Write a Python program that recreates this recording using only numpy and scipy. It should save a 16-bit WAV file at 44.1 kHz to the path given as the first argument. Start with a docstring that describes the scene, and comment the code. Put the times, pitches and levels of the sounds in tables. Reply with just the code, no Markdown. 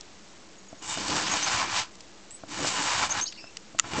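"""A scraper is drawn three times down a frozen hide laced in a frame, outdoors in snow.
The blade lands with a thump, tears the crust in dense tiny breaks, and makes skin and blade ring.
Damped tones make two blade clicks, puffs of noise make ice ticks, and sliding whistles make the birds.
Shaped noise gives a faint drone and hiss of air. A camera samples it all at 16 kHz and 8 bits,
so the quiet air mostly toggles between two steps."""
import sys
import numpy as np
from scipy import signal
from scipy.fft import rfft, irfft
from scipy.io import wavfile
from scipy.ndimage import uniform_filter1d

SR = 44100
rng = np.random.default_rng(int(sys.argv[2]) if len(sys.argv) > 2 else 0)


def voltage_ratio(decibels):
    """Convert decibels (scalar or array-like) to amplitude ratios, 20 dB per decade."""
    exponent = np.asarray(decibels, float) / 20
    return 10 ** exponent


def to_wav(s):
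    """Save 16-bit WAV."""
    ch = np.atleast_2d(s).T  # columns
    pcm = np.round(np.clip(ch, -1, 1) * 32767)  # PCM
    wavfile.write(sys.argv[1], SR, pcm.astype(np.int16))


N = 176400  # length [samples], 4 s

# One list per stroke, levels before the judder: (time [s], thud of the frame [dB],
# drum of the skin [dB], rasp [dB], hiss [dB], top of the hiss [dB])
STROKE_LEVELS = [
    [(0.805, -76, -74, -61, -67.5, -65.5), (0.826, -63, -49.5, -50, -46.5, -43.5),
     (0.922, -55.5, -67, -40, -40.5, -35.5), (0.984, -52, -39.5, -46, -36, -46.5),
     (1.085, -55, -45.5, -36, -34.5, -32.5), (1.1, -46, -36.5, -36, -31.5, -37.5),
     (1.16, -43.5, -39, -32.5, -34.5, -29), (1.258, -58.5, -45.5, -37, -32, -44),
     (1.34, -49, -43, -31.5, -33, -33.5), (1.416, -64, -49.5, -37.5, -33.5, -38.5),
     (1.564, -41.5, -52.5, -30, -31.5, -32), (1.616, -51.5, -41, -28.5, -31.5, -39.5),
     (1.664, -57.5, -46.5, -37.5, -39.5, -46.5), (1.686, -53, -45.5, -37.5, -38, -51),
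     (1.73, -48, -74, -36, -35, -48), (1.756, -53, -60, -35, -31, -36.5),
     (1.794, -52, -57.5, -33.5, -26.5, -44.5), (1.835, -55, -63.5, -42, -39.5, -44),
     (1.885, -83, -83, -61.5, -61.5, -88)],
    [(2.47, -62, -57.5, -69, -76, -77), (2.486, -71, -53.5, -57.5, -48.5, -54),
     (2.528, -53.5, -51, -42, -42.5, -42.5), (2.564, -51.5, -56.5, -39.5, -43.5, -38),
     (2.596, -51.5, -36.5, -38, -37.5, -35.5), (2.638, -43, -32, -38, -34.5, -38.5),
     (2.682, -49.5, -48, -35.5, -33.5, -34.5), (2.794, -54.5, -38.5, -30.5, -33.5, -35.5),
     (2.834, -53.5, -44.5, -33.5, -32, -32.5), (2.954, -48, -65, -29.5, -32.5, -35.5),
     (3.046, -40.5, -49, -31, -33.5, -35), (3.09, -53, -52.5, -44, -44.5, -46),
     (3.096, -50, -58.5, -36, -45, -31), (3.128, -55.5, -51, -36, -38.5, -52),
     (3.194, -50, -57, -33.5, -34.5, -40), (3.218, -70.5, -48.5, -44, -41.5, -45),
     (3.25, -67, -61, -52.5, -53, -54)],
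    [(3.83, -74, -51, -65.5, -57.5, -56), (3.844, -53, -58, -42, -50, -71),
     (3.868, -59, -51.5, -47, -47, -61), (3.882, -53, -46, -48, -46, -51), (3.904, -54, -50, -44, -46, -52),
     (3.942, -46, -37.5, -38, -39.5, -46), (3.964, -45, -41.5, -36.5, -38.5, -44.5),
     (3.985, -40.5, -30, -37.5, -37, -37)],
]
# Borders between those five pitch ranges: (frequency [Hz])
RANGE_BORDERS = [160, 450, 2200, 5800]
# Tone colour of the plain scrape: (frequency [Hz], relative level [dB])
SCRAPE_COLOUR = [(24, -23), (40, -22), (81, -5), (164, -10.5), (285, -8), (363, -8.5), (397, -12),
                 (1020, -1.5), (1170, -2), (1430, -7), (2650, -6), (7140, -2), (7800, -10.5), (10100, -52),
                 (17200, -120)]
# Resonances of the skin, before they wander: (frequency [Hz], width [Hz], level against plain scrape [dB])
SKIN_RINGS = [(204.5, 22, -3.5), (316.7, 61, 0), (858, 90, 1.5), (1028, 79, 3.5), (1428, 260, 3.5),
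              (1748, 230, -4.5), (2344, 220, -3.5), (4580, 260, -12)]
# Resonances of the blade, before they wander and sing: (frequency [Hz], width [Hz], level [dB])
BLADE_RINGS = [(2892, 170, 3.5), (3664, 120, -2), (7580, 900, 4)]
# How strongly the blade sings, most as it first bites: (time [s], level [dB])
BLADE_SINGING = [(.8, 5.5), (.88, -2), (.9, 6.5), (.96, 4.5), (1.0, -9), (4, -2.5)]
# The blade lands on the skin: (time [s], peak level before echo [dB], push setting [ms])
LANDINGS = [(0.729, -29.5, 1.2), (0.9741, -21, 0.58), (1.095, -26, 1.4), (2.4362, -26.5, .9),
            (2.593, -21.5, 0.61), (2.647, -15, 0.38), (3.4416, -30.5, 0.45), (3.748, -30, 1.15),
            (3.844, -31, 0.43)]
# Tones of the struck skin: (frequency [Hz], relative level [dB], time to fade by 60 dB [s])
SKIN_MODES = [(111.5, -12, 0.052), (213, -11, 0.053), (279, -8.5, 0.047), (561, -7, 0.021),
              (658.5, 1, 0.03), (1090, -3.5, 0.015), (1384, 4, 0.012)]
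# The blade clicks on the crust: (time [s], peak level before rattle [dB], tilt [dB per octave])
BLADE_CLICKS = [(3.7888, -14, -1.5), (3.7965, -3.5, 4)]
# Tones in a blade click: (frequency [Hz], level before tilt [dB], time to fade by 60 dB [s])
BLADE_MODES = [(1320, -6, 0.015), (1930, -7, 0.012), (2800, 0, 0.007), (3580, -8, 0.01), (4600, -8, 0.007),
               (5810, -8, 0.009), (6400, -10, 0.009), (7000, 9, 0.004)]
# Crumbs of ice tick: (time [s], peak level before echo [dB], centre [Hz], time to fade by 60 dB [s])
ICE_TICKS = [(.009, -26.5, 5930, 0.016), (1.953, -38, 6440, 0.017), (2.006, -29, 6100, 0.017),
             (2.309, -37.5, 3400, 0.008), (3.096, -30, 7300, 0.011), (3.323, -31, 2480, 0.028),
             (3.5698, -21, 4190, 0.012), (3.785, -27.5, 2930, .012)]
# Bird notes: (time [s], length [s], rms level before flutter [dB], start pitch [Hz], end pitch [Hz],
# glide time [s], hoarseness as scatter of the pitch [fraction])
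BIRD_NOTES = [(1.31, 0.033, -26.5, 6590, 6570, 0.004, 0.0071),
              (1.428, 0.031, -25.5, 5480, 6410, .005, 0.008),
              (1.456, .009, -36.5, 6400, 5300, 0.0076, 0.016), (1.472, .018, -27.5, 4390, 5470, 0.02, 0.04),
              (2.305, 0.028, -39, 7310, 7910, 0.008, 0.0035),
              (2.331, 0.029, -37, 7920, 7940, 0.0083, 0.0033),
              (3.102, 0.027, -24.5, 5730, 6730, .007, 0.031), (3.21, 0.037, -24.5, 5680, 6470, .006, 0.011),
              (3.252, 0.062, -42.5, 6280, 7010, 0.054, .02), (3.256, 0.03, -34.5, 3820, 7810, 0.045, .045),
              (3.257, .03, -35.5, 3430, 6160, 0.04, 0.08), (3.283, 0.032, -41.5, 4760, 5440, .02, 0.08),
              (3.279, .018, -45, 2980, 3166, 0.019, .04), (3.311, 0.058, -47.5, 3530, 4505, 0.015, 0.091),
              (3.361, 0.055, -52.5, 2117, 2590, 0.021, 0.057), (3.366, 0.14, -49, 2810, 2640, .03, .025),
              (3.365, 0.12, -48, 4187, 5320, .04, 0.02), (3.367, 0.064, -49.5, 5180, 5520, 0.033, 0.026)]
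# A far bird's even chips, same columns as the bird notes
FAR_CHIPS = [(s, .017, -49, 6780, 6700, .01, .015) for s in (.582, .683, .783)]
# Tone colour of the air: (frequency [Hz], relative level [dB])
AIR_COLOUR = [(30, -15), (70, -9), (160, -11), (200, -0.5), (240, -9), (290, -5.5), (325, 0), (370, -7),
              (700, -11), (1500, -16), (3000, -19.5), (6100, -19), (7800, -20.5)]

BREAKS_PER_S, BREAK_SPREAD_DB = 11000, 1.4
JUDDER_DB, RING_WANDER_DB = .8, 2.6
MIC_FLAT_HZ = 7250  # the scrape's colour stays level above this
CLICK_RATTLE_DB, RATTLE_T60_S = -11, 0.017
TICK_Q = 1.1  # a low Q makes the ticks broad
FLUTTER_DB, BIRD_ECHO_DB, BIRD_ECHO_T60_S = 6.5, -10, .12
AIR_DB, AIR_SWELL_DB = -53.5, .7
WORK_ECHO_DB, TICK_ECHO_DB, YARD_T60_S = -18, -32.5, .1
CAMERA_RATE_HZ, SMOOTH_HZ = 16000, 7960
STEP, OFFSET_STEPS = 1 / 128 / np.sqrt(2), 0.073  # step as a fraction of full scale


def colour(table, hz):
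    """Reads the gain at each frequency from a (frequency [Hz], level [dB]) table."""
    table = np.array(table)
    return voltage_ratio(np.interp(np.log(hz + 1), np.log(table[:, 0]), table[:, 1]))


def unit(x):
    """Scales a sound to rms 1."""
    return x / np.sqrt(np.mean(x ** 2))


def fade(t, t60):
    """Dies away by 60 dB in t60 seconds."""
    return np.exp(-np.log(1000) * t / t60)


def walk(rate):
    """Makes a smooth random curve of rms 1 from levels drawn about rate times a second."""
    hold = int(SR / rate)
    levels = np.repeat(rng.standard_normal(N // hold + 1), hold)
    smooth = uniform_filter1d(uniform_filter1d(levels, hold), hold)
    return unit(smooth[:N])


def add(out, s, x):
    """Mixes x into out at time s."""
    i = int(s * SR)
    out[i:i + len(x)] += x[:N - i]


def tail(x, db, t60):
    """Adds an echo of scattered reflections as fading noise."""
    t = np.arange(SR // 3) / SR
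    echo = rng.standard_normal(len(t)) * fade(t, t60) * (t > .004)
    echo /= np.linalg.norm(echo)
    return x + voltage_ratio(db) * signal.fftconvolve(x, echo)[:N]


def scrape():
    """Dense uneven breaks ring blade and skin, each resonance wandering; five ranges follow the stroke."""
    t, hz = np.arange(N) / SR, np.fft.rfftfreq(N, 1 / SR)
    hits = rng.random(N) < BREAKS_PER_S / SR
    sizes = rng.standard_normal(N) * voltage_ratio(BREAK_SPREAD_DB * rng.exponential(size=N))
    plain = rfft(hits * sizes) * colour(SCRAPE_COLOUR, np.minimum(hz, MIC_FLAT_HZ))

    def ring(centre, width, db):
        """One resonance, driven by the breaks, that comes and goes."""
        tone = irfft(plain / (1 + 2j * (hz - centre) / width), N)
        return tone * voltage_ratio(db + RING_WANDER_DB * walk(40))

    skin = sum(ring(*row) for row in SKIN_RINGS)
    sing_s, sing_db = np.array(BLADE_SINGING).T
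    blade = sum(ring(*row) for row in BLADE_RINGS) * voltage_ratio(np.interp(t, sing_s, sing_db))
    spectrum = rfft(irfft(plain, N) + skin + blade)

    # share of the power below each border; neighbours' differences give the five ranges
    below = [0] + [1 / (1 + (hz / border) ** 8) for border in RANGE_BORDERS] + [1]
    rows, judder, out = np.vstack(STROKE_LEVELS), walk(45), 0
    for k in range(len(below) - 1):
        band = unit(irfft(spectrum * np.sqrt(below[k + 1] - below[k]), N))
        level_db = np.interp(t, rows[:, 0], rows[:, k + 1])
        out = out + band * voltage_ratio(level_db + JUDDER_DB * (judder + 0.46 * walk(25)))
    # silence between strokes
    touching = sum((t >= s[0][0]) & (t <= s[-1][0] + .02) for s in STROKE_LEVELS)
    return out * uniform_filter1d(1. * touching, size=400)


def thumps():
    """A short push from the landing blade sets the skin's tones going."""
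    out, t = np.zeros(N), np.arange(SR // 8) / SR
    ring = sum(voltage_ratio(db) * np.cos(2 * np.pi * hz * t) * fade(t, t60) for hz, db, t60 in SKIN_MODES)
    for s, db, push_ms in LANDINGS:
        push = np.hanning(int(push_ms * SR / 1000) + 3)
        thump = np.convolve(ring, push)
        add(out, s, voltage_ratio(db) * thump / np.abs(thump).max())
    return out


def clicks():
    """Damped tones of the blade, followed by a short rattle through the same tones."""
    out, t = np.zeros(N), np.arange(SR // 20) / SR
    for s, db, tilt_db in BLADE_CLICKS:
        click = np.zeros(len(t))
        for hz, mode_db, t60 in BLADE_MODES:
            gain = voltage_ratio(mode_db + tilt_db * np.log2(hz / 4000))
            click += gain * fade(t, t60) * np.sin(2 * np.pi * hz * t)
        click *= (1 - np.exp(-t / 0.00034)) ** 2  # soft start
        click /= np.abs(click).max()
        rattle = rng.standard_normal(len(t)) * fade(t, RATTLE_T60_S)
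        rattle /= np.linalg.norm(rattle)
        click = click + voltage_ratio(CLICK_RATTLE_DB) * np.convolve(click, rattle)[:len(t)]
        add(out, s, voltage_ratio(db) * click)
    return out


def ticks():
    """Crumbs of ice make tiny puffs of bright noise that start fast and fade."""
    out, t = np.zeros(N), np.arange(SR // 20) / SR
    for s, db, hz, t60 in ICE_TICKS:
        noise = rng.standard_normal(len(t))
        puff = signal.lfilter(*signal.iirpeak(hz, TICK_Q, fs=SR), noise)
        puff = puff * fade(t, t60) * (1 - np.exp(-t / 0.00057))
        add(out, s, voltage_ratio(db) * puff / np.abs(puff).max())
    return out


def bird():
    """Thin whistles that slide and settle, fluttering, with a short echo off the trees."""
    out, flutter, waver = np.zeros(N), walk(180), walk(1300)
    for s, length, db, hz0, hz1, glide, hoarse in BIRD_NOTES + FAR_CHIPS:
        t = np.arange(int(length * SR)) / SR
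        i = int(s * SR) + np.arange(len(t))
        hz = hz1 + (hz0 - hz1) * np.exp(-t / glide)
        hz = hz * (1 + hoarse * waver[i])
        whistle = np.sqrt(2) * np.sin(2 * np.pi * np.cumsum(hz) / SR)
        shape = np.clip(np.minimum(t / (0.08 * length), (length - t) / 0.0055), 0, 1)
        add(out, s, voltage_ratio(db - FLUTTER_DB * np.abs(flutter[i])) * shape * whistle)
    return tail(out, BIRD_ECHO_DB, BIRD_ECHO_T60_S)


def air():
    """Noise coloured into a faint distant drone and hiss, gently swelling."""
    hz = np.fft.rfftfreq(N, 1 / SR)
    noise = irfft(rfft(rng.standard_normal(N)) * colour(AIR_COLOUR, hz), N)
    return unit(noise) * voltage_ratio(AIR_DB + AIR_SWELL_DB * walk(4.2))


def scene():
    """Work on the hide with a little yard echo, then bird and air."""
    work = tail(scrape() + thumps(), WORK_ECHO_DB, YARD_T60_S)
    small_sounds = tail(clicks() + ticks(), TICK_ECHO_DB, YARD_T60_S)
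    return (work + small_sounds + bird() + air())[None]


def low_pass(x):
    """Removes everything above the highest recorded frequency."""
    return signal.sosfilt(signal.butter(12, 9120, fs=SR, output="sos"), x)


def record(dry):
    """The camera samples at 16 kHz, rounds down to 8-bit steps and smooths the result back up."""
    # this filter lets a little through above 8 kHz, which mirrors to just below it
    gentle = signal.firwin(32 * 441 + 1, 8400, fs=SR * 160)
    low = signal.resample_poly(dry, 160, 441, axis=1, window=gentle)
    steps = np.floor(low / STEP + OFFSET_STEPS) * STEP
    smooth = signal.firwin(30 * 441 + 1, SMOOTH_HZ, window=("kaiser", 9), fs=CAMERA_RATE_HZ * 441)
    mix = signal.resample_poly(steps, 441, 160, axis=1, window=smooth)[:, :N]
    return low_pass(mix)


dry = scene()
out = record(dry)
to_wav(out)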